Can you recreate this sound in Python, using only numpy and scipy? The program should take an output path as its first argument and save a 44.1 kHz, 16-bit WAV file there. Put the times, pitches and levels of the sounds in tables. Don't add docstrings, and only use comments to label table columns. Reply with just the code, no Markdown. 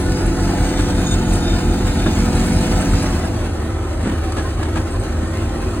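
import sys
import numpy as np
from scipy import signal
from scipy.fft import rfft, irfft
from scipy.io import wavfile
from scipy.ndimage import uniform_filter1d

SR = 44100
rng = np.random.default_rng(int(sys.argv[2]) if len(sys.argv) > 2 else 0)


def put_to_file(sound):
    columns = np.atleast_2d(sound).T
    safe = np.clip(columns, -1, 1)
    whole_steps = np.round(safe * 32767)
    wavfile.write(sys.argv[1], SR, whole_steps.astype(np.int16))


N = 255780
TIME, BINS = np.arange(N) / SR, np.fft.rfftfreq(N, 1 / SR)

# time in seconds, share of the close sound from 0 to 1.
CLOSENESS = [(0, 0.94), (2.95, 0.96), (3.2, 0.29), (3.45, 0.08), (3.7, 0), (5.8, 0.04)]
# frequency in Hz, likeness from 0 to 1.
LIKENESS = [(60, 1), (300, 0.97), (650, 0.66), (900, 0.41), (1400, 0.97), (2000, 0.43), (2600, 0.36),
            (4000, 0.39), (5400, 1), (6300, 0.48), (8300, 1), (9600, 0.88), (11500, 1), (15000, 1)]
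# frequency in Hz, lead in radians.
LEFT_LEAD = [(0, 0), (1500, 0), (1950, .4), (2300, 2), (3300, 2.6), (4100, 1.3), (5000, 2.9), (5600, 3.3),
             (7700, 5.7), (9000, 6.5), (11000, 9.2), (12700, 9.6), (14000, 12), (16000, 12.6)]
# centre in Hz, width in Hz, gain at the centre in dB.
STANDING_WAVES = [(173.2, 12.7, 4.5), (228.4, 5, 7), (276.5, 7, 3), (325.3, 1.9, 3), (356.3, 5.3, 7),
                  (500.5, 3, 2), (755, 8.6, -0.5)]

# time in seconds, engine turns per second.
GOVERNED_SPEED = [(3.35, 46.42), (3.9, 48.5)]
# deepest moment in seconds, half length in seconds, sag in percent.
SNOW_BITES = [(.3, .19, 1.5), (1.46, .23, 4), (2.19, .21, 2.7), (3.03, .1, 1), (5.17, .15, .8)]
OVERSHOOT_PERCENT, OVERSHOOT_AFTER_S, OVERSHOOT_S = .6, .45, .14
HUNT_PERCENT, HUNT_HZ = .17, 5
TURNS_PER_THROB, FIRST_THROB_TURNS, THROB_DB = 8.13, 4.6, 2.3
IMPELLER_PER_TURN, SLIP_PERCENT = .3997, .22
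# time in seconds, flow in dB.
SNOW_FLOW = [(0, -1), (.9, 0.1), (1.7, -0.76), (2.5, 2), (3.15, 1.04), (3.75, -2), (4.2, -1), (5.8, -0.6)]
ROAR_PER_FLOW, HISS_PER_FLOW = 0.93, 1.17
LABOUR_DB_PER_PERCENT = 0.03

# multiple of the engine speed, close level in dB, far level in dB.
ENGINE_ORDERS = [(2, -26.5, -29.5), (3, -31.5, -54), (4, -28.3, -48), (5, -31, -41.5), (6, -29.8, -43),
                 (7, -38, -50), (8, -37.5, -42), (9, -46, -50), (16, -43, -51)]
# time in seconds, gain in dB.
LOWEST_ORDER_GAIN = [(0, -1.5), (.7, 0), (2.9, 0), (3.4, -2), (5.1, -2), (5.5, 4)]
# time in seconds, gain in dB.
FIFTH_ORDER_GAIN = [(0, -14), (.8, -14), (1.25, 1), (1.85, -0.5), (2.3, 3), (2.8, -8), (3.2, -3)]
# multiple of the impeller speed (rounded
# to halves in use), close level in dB, far level in dB, roughness as a ratio, dB per dB of flow.
IMPELLER_LINES = [(4, -32.5, -62, 0.089, -1.5), (9, -37, -66, 0.07, 4), (12, -34, -38.5, 0.12, 2.5),
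                  (16.5, -35.5, -45.5, 0.23, -2), (18, -36, -54, 0.3, -5), (19, -36.5, -63, 0.21, -4),
                  (27, -35.5, -41.5, 0.22, .8), (33.5, -44, -50, .25, 2.5), (40.5, -41, -50.5, 0.25, 0),
                  (47, -41, -54.5, .2, 1), (54, -49.5, -50, 0.44, 0), (71.7, -49.5, -58, 0.61, -1.5),
                  (79.1, -44.5, -53, 0.52, -2.5)]
# frequency in Hz, close level in dB per Hz, far level in dB per Hz.
EXHAUST_RUMBLE = [(15, -66, -72), (28.6, -48.5, -54), (43.3, -41.5, -38.5), (57.5, -43, -45),
                  (81.6, -38.5, -43), (103, -41, -44), (128, -45, -59), (161, -50, -55), (214, -51.5, -66),
                  (256, -53.5, -53), (300, -49, -53), (327, -48.5, -50), (405.4, -50.5, -56.5),
                  (410, -59.5, -59)]
# frequency in Hz, close level in dB per Hz, far level in dB per Hz.
ROAR_AND_HISS = [(425, -56.5, -61), (576, -61, -59), (654, -54, -55.5), (655, -57, -60), (720, -54.5, -61),
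                 (800, -59, -57.5), (850, -58, -62.5), (1020, -63, -63.5), (1090, -65, -63),
                 (1210, -64.5, -65), (1650, -65, -68.5), (1790, -63.5, -66.5), (1900, -68.5, -68.5),
                 (2010, -67, -71.5), (3270, -71.5, -75), (4150, -70, -77), (4850, -70.5, -77.5),
                 (9100, -75, -80.5), (10400, -81, -81), (13600, -84, -91), (15500, -87, -95)]
# centre in Hz, half width in Hz, relative level in dB.
RATTLE_MODES = [(1280, 67, 2), (1500, 98, -3.5), (1604, 80, 3), (1990, 110, -12), (2500, 270, -4.5),
                (4080, 150, -18.5)]
RATTLE_DB, RATTLE_FAR_DB = -42.5, -53.5
# centre in Hz, half width in Hz, close level in dB, far level in dB.
HOUSING_RINGS = [(102.8, 3.7, -34, -33), (329, 30, -38, -35.5), (1290, 53, -43.5, -44),
                 (1463, 52, -47, -49.5), (4200, 220, -74, -59), (5030, 73, -45, -70),
                 (6740, 31, -48.5, -75), (8330, 70, -49.5, -59.5), (10200, 140, -46, -74)]
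# frequency in Hz, level in dB.
GARAGE_DRONE = [(77.7, -23.8), (155.4, -38.5), (233.1, -37.5)]
# time in seconds, gain in dB.
DRONE_GAIN = [(0, -15), (2.2, 0.5), (2.7, -2.5), (4.8, -1), (5.8, -1.5)]

# middle in seconds, half length in seconds, mode in Hz, level at the middle in dB.
AUGER_RUBS = [(.4, .6, 6530, -47), (1.3, 1.8, 3640, -44), (.79, .1, 3640, -48), (.99, .06, 3640, -42),
              (1, .3, 3705, -44), (1.1, .12, 6767, -33.5), (1.11, .09, 3640, -34), (1.1, .06, 10143, -42),
              (1.13, .1, 8414, -39), (1.35, .13, 8250, -38), (1.36, .5, 6767, -43), (1.36, .13, 10143, -39),
              (1.49, .15, 3640, -34), (1.55, .35, 3705, -47), (1.74, .13, 3640, -45), (2, .3, 3640, -42.5),
              (2, .25, 3590, -44), (2.075, .045, 3640, -37), (2.15, .08, 6767, -43), (2.45, .3, 10143, -44),
              (.7, 1, 8414, -47), (2.5, .8, 8414, -46), (4.2, .12, 328, -30), (4.77, .22, 328, -27),
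              (5.06, .15, 328, -31), (5.75, .3, 328, -31)]
STEEL_MODES_HZ = [328, 3590, 3640, 3705, 6530, 6767, 8250, 8414, 10143]
# start in seconds, peak level in dB.
HEAVY_THUMPS = [(.238, -15), (.757, -15.5), (1.287, -20), (1.835, -20), (2.385, -16), (2.915, -18)]
# frequency in Hz, relative level in dB.
THUMP_RINGING = [(58, -14.5), (84, -2)]
# start in seconds, lower mode in dB, upper mode in dB.
STEEL_CHIRPS = [(.262, -36, -40), (2.3, -41, -41), (2.35, -38, -39), (2.434, -45, -44), (2.461, -37, -34),
                (2.548, -47, -41), (2.66, -44, -46), (2.722, -41, -38), (2.785, -46, -50),
                (2.808, -33, -33.5), (3.022, -39, -35), (3.1, -51, -40), (3.25, -41, -43),
                (4.906, -37.5, -55), (4.934, -43, -55), (4.995, -39, -55), (5.015, -44, -52),
                (5.703, -48, -51), (5.765, -48, -49)]
# centre in Hz, half width in Hz.
CHIRP_RINGING = [(8350, 180), (10143, 44)]

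# centre in Hz, half width in Hz (unused in a knock's thud), relative level in dB.
THUD_MODES = [(208, 14, 3), (255, 20, -1), (300, 28, -7), (350, 47, -6)]
CLATTER_MODES = [(710, 330, 5.5), (1080, 29, -9), (1330, 130, 0.5), (1682, 25, 8), (2550, 1400, -6.5)]
SCRAPE_MODES = [(4400, 2000, -1.1), (8260, 1200, -1.8), (10400, 240, -1.2)]
# start in seconds, length in seconds, thud in dB, clatter in dB, scrape in dB.
ROUGH_SCUFFS = [(0.784, 0.042, -19, -28, -35), (0.969, 0.034, -19, -30, -33),
                (2.052, 0.03, -27, -20.5, -47), (2.797, 0.014, -22, -26, -41), (4.029, 0.1, -22, -31, -43),
                (4.079, 0.11, -24, -33, -57), (4.36, 0.091, -31, -27.5, -38.5),
                (4.62, 0.023, -40, -26.5, -42), (4.755, 0.043, -27, -27.5, -38),
                (5.22, 0.085, -26, -50, -55)]
# start in seconds, thud in dB, clatter in dB, scrape in dB.
HARD_KNOCKS = [(4.027, -30, -36, -38), (4.058, -10.5, -30, -44), (4.073, -9.5, -33, -40),
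               (4.321, -35, -31, -36), (4.366, -23, -26, -38), (4.38, -20, -26, -36), (4.54, -40, -44, -43),
               (4.629, -28, -26, -33.5), (4.654, -32, -30, -44), (4.684, -34, -31, -46),
               (4.757, -17, -22.5, -37), (4.77, -24, -26, -37), (4.814, -32, -40, -41),
               (5.235, -17, -36, -48)]


def amp(db):
    return 10 ** (np.asarray(db) / 20)


def evened(x):
    return x / np.sqrt(np.mean(x ** 2) + 1e-20)


def curves(rows):
    s, *columns = np.transpose(rows)
    return [np.interp(TIME, s, c) for c in columns]


def spectra(rows):
    hz, *columns = np.transpose(rows)
    return [np.interp(np.log(BINS + 1), np.log(hz + 1), c) for c in columns]


def wander(rate_hz):
    return evened(irfft(rfft(rng.standard_normal(N)) / (1 + (BINS / rate_hz) ** 2), N))


def below(edge_hz):
    return 1 / np.sqrt(1 + (BINS / edge_hz) ** 10)


def above(edge_hz):
    return np.sqrt(1 - below(edge_hz) ** 2)


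def resonance(hz, half_width_hz):
    return 1 / (1 + ((BINS - hz) / half_width_hz) ** 2)


def noise():
    return rng.standard_normal((2, N))


def grit(per_s=900, spread_db=6.0, share=0.19):
    grain_db = spread_db * np.minimum(rng.exponential(1, N), 5)
    grains = amp(grain_db) * (rng.random(N) < per_s / SR)
    return evened(noise() + share * evened(grains * noise()))


def stereo(gain, pair):
    a, b = rfft(pair) * gain
    same = np.clip(spectra(LIKENESS)[0], 0, 1)
    lag = np.exp(-1j * np.interp(BINS, *np.transpose(LEFT_LEAD)))
    right = lag * (same * a + np.sqrt(1 - same ** 2) * b)
    return irfft(np.array([a, right]), N)


def closeness():
    return np.clip(curves(CLOSENESS)[0], 0, 1)


def distance(close_db, far_db):
    close = closeness()
    return np.sqrt(close * amp(close_db) ** 2 + (1 - close) * amp(far_db) ** 2)


def wash(table, band, drive):
    close = closeness()
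    near, far = (stereo(band * amp(db) * np.sqrt(SR / 2), drive()) for db in spectra(table))
    return np.sqrt(close) * near + np.sqrt(1 - close) * far


def tone(turns, rough, flutter_hz):
    flutter = 1 + rough * (wander(flutter_hz) + 1j * wander(flutter_hz))
    return evened((flutter * np.exp(2j * np.pi * (turns + rng.random()))).real)


def standing(turns):
    line_hz = np.gradient(turns) * SR
    return amp(sum(db / (1 + (2 * (line_hz - hz) / width_hz) ** 2) for hz, width_hz, db in STANDING_WAVES))


def patches(x, patchy_db=3.0, span_s=.11, span_hz=60):
    window, hop = 2048, 512
    z = signal.stft(x, nperseg=window, noverlap=window - hop)[2]
    field = rng.standard_normal(z.shape[1:])
    for axis, steps in enumerate((span_hz * window / SR, span_s * SR / hop)):
        field = uniform_filter1d(field, max(1, round(steps)), axis=axis)
    gain = evened(amp(patchy_db * evened(field)))
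    return signal.istft(z * gain, nperseg=window, noverlap=window - hop)[1][:, :N]


def envelopes(s, rise, hold, t60):
    age = TIME - s[:, None]
    return np.clip(age / rise, 0, 1) * amp(-60 * np.clip(age - hold, 0, 2 * t60) / t60)


def contacts(shape, levels, families):
    out = np.zeros((2, N))
    for level_db, modes in zip(levels, families):
        colour = sum(amp(db) * resonance(hz, half_width_hz) for hz, half_width_hz, db in modes)
        grains = stereo(colour * below(13000), grit(per_s=2000, spread_db=6.0, share=0.42))
        out += (amp(level_db) @ shape) * evened(grains)
    return out


def struck(s, db, ring):
    blows = np.bincount(np.round(s * SR).astype(int), amp(db), N)
    return signal.oaconvolve(blows, ring / abs(ring).max())[:N]


def sag():
    total = 0
    for s, length, depth in SNOW_BITES:
        dip = depth * np.exp(-((TIME - s) / length) ** 2)
        rebound = OVERSHOOT_PERCENT * np.exp(-((TIME - s - OVERSHOOT_AFTER_S) / OVERSHOOT_S) ** 2)
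        total = total + dip - rebound
    return total


def engine(turns, throb, throb_depth=0.46):
    lag = np.exp(-2j * np.pi * throb)
    swell = .6 + lag + .16 * lag ** 2 + .04 * (wander(5) + 1j * wander(5))
    out = distance(-20.3, -34) * evened((swell * np.exp(2j * np.pi * turns)).real)
    out *= amp(curves(LOWEST_ORDER_GAIN)[0])
    for multiple, close_db, far_db in ENGINE_ORDERS:
        phase = multiple * turns
        line = tone(phase, rough=0.13, flutter_hz=4.5) * standing(phase)
        if multiple == 5:
            line = line * amp(curves(FIFTH_ORDER_GAIN)[0])
        if multiple == 2:
            line = line * (1 + throb_depth * lag.real * closeness())
        out += distance(close_db, far_db) * line
    return out


def impeller(turns, flutter_hz=4.5, echo=0.25):
    out = np.zeros((2, N))
    flow_db = curves(SNOW_FLOW)[0]
    for multiple, close_db, far_db, rough, per_flow in IMPELLER_LINES:
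        phase = round(2 * multiple) / 2 * turns
        direct = tone(phase, rough=rough, flutter_hz=flutter_hz)
        echoes = np.array([tone(phase, rough=2.8, flutter_hz=19.0) for side in "LR"])
        level = distance(close_db, far_db) * amp(per_flow * flow_db) * standing(phase)
        out += level * (direct + echo * echoes)
    return out


def machine_noise(turns, throb):
    flow_db = curves(SNOW_FLOW)[0]
    rumble_db = LABOUR_DB_PER_PERCENT * sag()
    roar_db, hiss_db = ROAR_PER_FLOW * flow_db, HISS_PER_FLOW * flow_db
    firing, surge = np.cos(2 * np.pi * turns), wander(16.7)
    beat = np.cos(2 * np.pi * throb) * closeness()

    boom = wash(EXHAUST_RUMBLE, below(154), noise)
    boom = boom * amp(rumble_db + THROB_DB * beat) * distance(-3.1, -0.92)
    rumble = wash(EXHAUST_RUMBLE, above(137) * below(500), noise)
    rumble = rumble * amp(rumble_db + 0.44 * firing - 1)
    rumble = rumble * amp([[-.5], [.5]])
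    roar = wash(ROAR_AND_HISS, above(473) * below(2960), noise)
    roar = roar * amp(roar_db + 0.14 * firing + 1.07 * surge + .5 * wander(32) - 0.9)
    hiss = wash(ROAR_AND_HISS, above(2160), grit)
    hiss = hiss * amp(hiss_db + 0.5 * firing + 1.1 * surge + 0.5 * wander(45) - 1.0)
    return boom + rumble + patches(roar + hiss)


def rattle(turns, uneven_db=4.5, decay_turns=.15):
    firing = turns.astype(int)
    strength = amp(uneven_db * np.clip(rng.standard_normal(firing[-1] + 1), -2, 2))[firing]
    colour = sum(amp(db) * resonance(hz, half_width_hz) for hz, half_width_hz, db in RATTLE_MODES)
    shaken = stereo(colour, noise() * strength * np.exp(-(turns % 1) / decay_turns))
    return distance(RATTLE_DB, RATTLE_FAR_DB) * amp(curves(SNOW_FLOW)[0]) * evened(shaken)


def housing():
    out = np.zeros((2, N))
    for hz, half_width_hz, close_db, far_db in HOUSING_RINGS:
        ring = stereo(resonance(hz, half_width_hz), noise()) * amp(3.0 * wander(6.2))
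        out += distance(close_db, far_db) * evened(ring)
    return out


def drone():
    level = amp(curves(DRONE_GAIN)[0])
    return level * sum(amp(db) * tone(hz * TIME, rough=0.099, flutter_hz=2.6) for hz, db in GARAGE_DRONE)


def squeals(catch_db=4.5, blur=0.04, waver_percent=.1):
    s, length, mode_hz, db = np.transpose(AUGER_RUBS)
    swells = np.cos(np.pi / 2 * np.clip((TIME - s[:, None]) / length[:, None], -1, 1)) ** 4
    mode = np.argmin(abs(mode_hz[:, None] - STEEL_MODES_HZ), axis=1)
    grip = evened(amp(catch_db * wander(40)))
    out = np.zeros((2, N))
    for index, hz in enumerate(STEEL_MODES_HZ):
        rub = (amp(db) * (mode == index)) @ swells
        pitch_hz = hz * (1 + waver_percent / 100 * wander(13.4))
        phase = 2 * np.pi * np.cumsum(pitch_hz) / SR + blur * np.cumsum(rng.standard_normal(N))
        lead = np.interp(hz, *np.transpose(LEFT_LEAD))
        out += rub * grip * np.sqrt(2) * np.cos([phase, phase - lead])
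    return out


def thumps(rise_s=0.0089, t60=0.13):
    s, db = np.transpose(HEAVY_THUMPS)
    age = TIME[:SR // 2]
    ring = sum(amp(level) * np.sin(2 * np.pi * hz * age) for hz, level in THUMP_RINGING)
    ring = ring * np.minimum(age / rise_s, 1) * amp(-60 * age / t60)
    return struck(s, db, ring)


def chirps():
    s, *levels = np.transpose(STEEL_CHIRPS)
    shape = envelopes(s, rise=0.0026, hold=0.0056, t60=0.083)
    out = np.zeros((2, N))
    for db, (hz, half_width_hz) in zip(levels, CHIRP_RINGING):
        out += (amp(db) @ shape) * evened(stereo(resonance(hz, half_width_hz), noise()))
    return out


def scuffs():
    s, length, *levels = np.transpose(ROUGH_SCUFFS)
    shape = envelopes(s, rise=0.016, hold=0.45 * length[:, None], t60=0.12)
    return contacts(shape, levels, (THUD_MODES, CLATTER_MODES, SCRAPE_MODES))


def knocks(thud_t60=.04):
    s, thud_db, *levels = np.transpose(HARD_KNOCKS)
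    age = TIME[:SR // 4]
    ring = sum(amp(db - 60 * age / thud_t60) * np.sin(2 * np.pi * hz * age) for hz, _, db in THUD_MODES)
    shape = envelopes(s, rise=0.0012, hold=0.0027, t60=0.059)
    return struck(s, thud_db, ring) + contacts(shape, levels, (CLATTER_MODES, SCRAPE_MODES))


def scene():
    speed = curves(GOVERNED_SPEED)[0] * (1 + (HUNT_PERCENT * wander(HUNT_HZ) - sag()) / 100)
    crank = np.cumsum(speed) / SR
    shaft = IMPELLER_PER_TURN * np.cumsum(speed * (1 + SLIP_PERCENT / 100 * wander(3))) / SR
    throb = (crank - FIRST_THROB_TURNS) / TURNS_PER_THROB
    machine = engine(crank, throb) + impeller(shaft) + machine_noise(crank, throb) + rattle(crank)
    steel = housing() + squeals() + thumps() + chirps()
    return machine + drone() + steel + scuffs() + knocks()


def record(dry):
    rounded = dry / (1 + (dry / .76) ** 8) ** (1 / 8)
    low_pass = signal.firwin(511, 15900, window=("kaiser", 9), fs=SR)
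    return signal.oaconvolve(rounded, low_pass[None], "same")


dry = scene()
out = record(dry)
put_to_file(out)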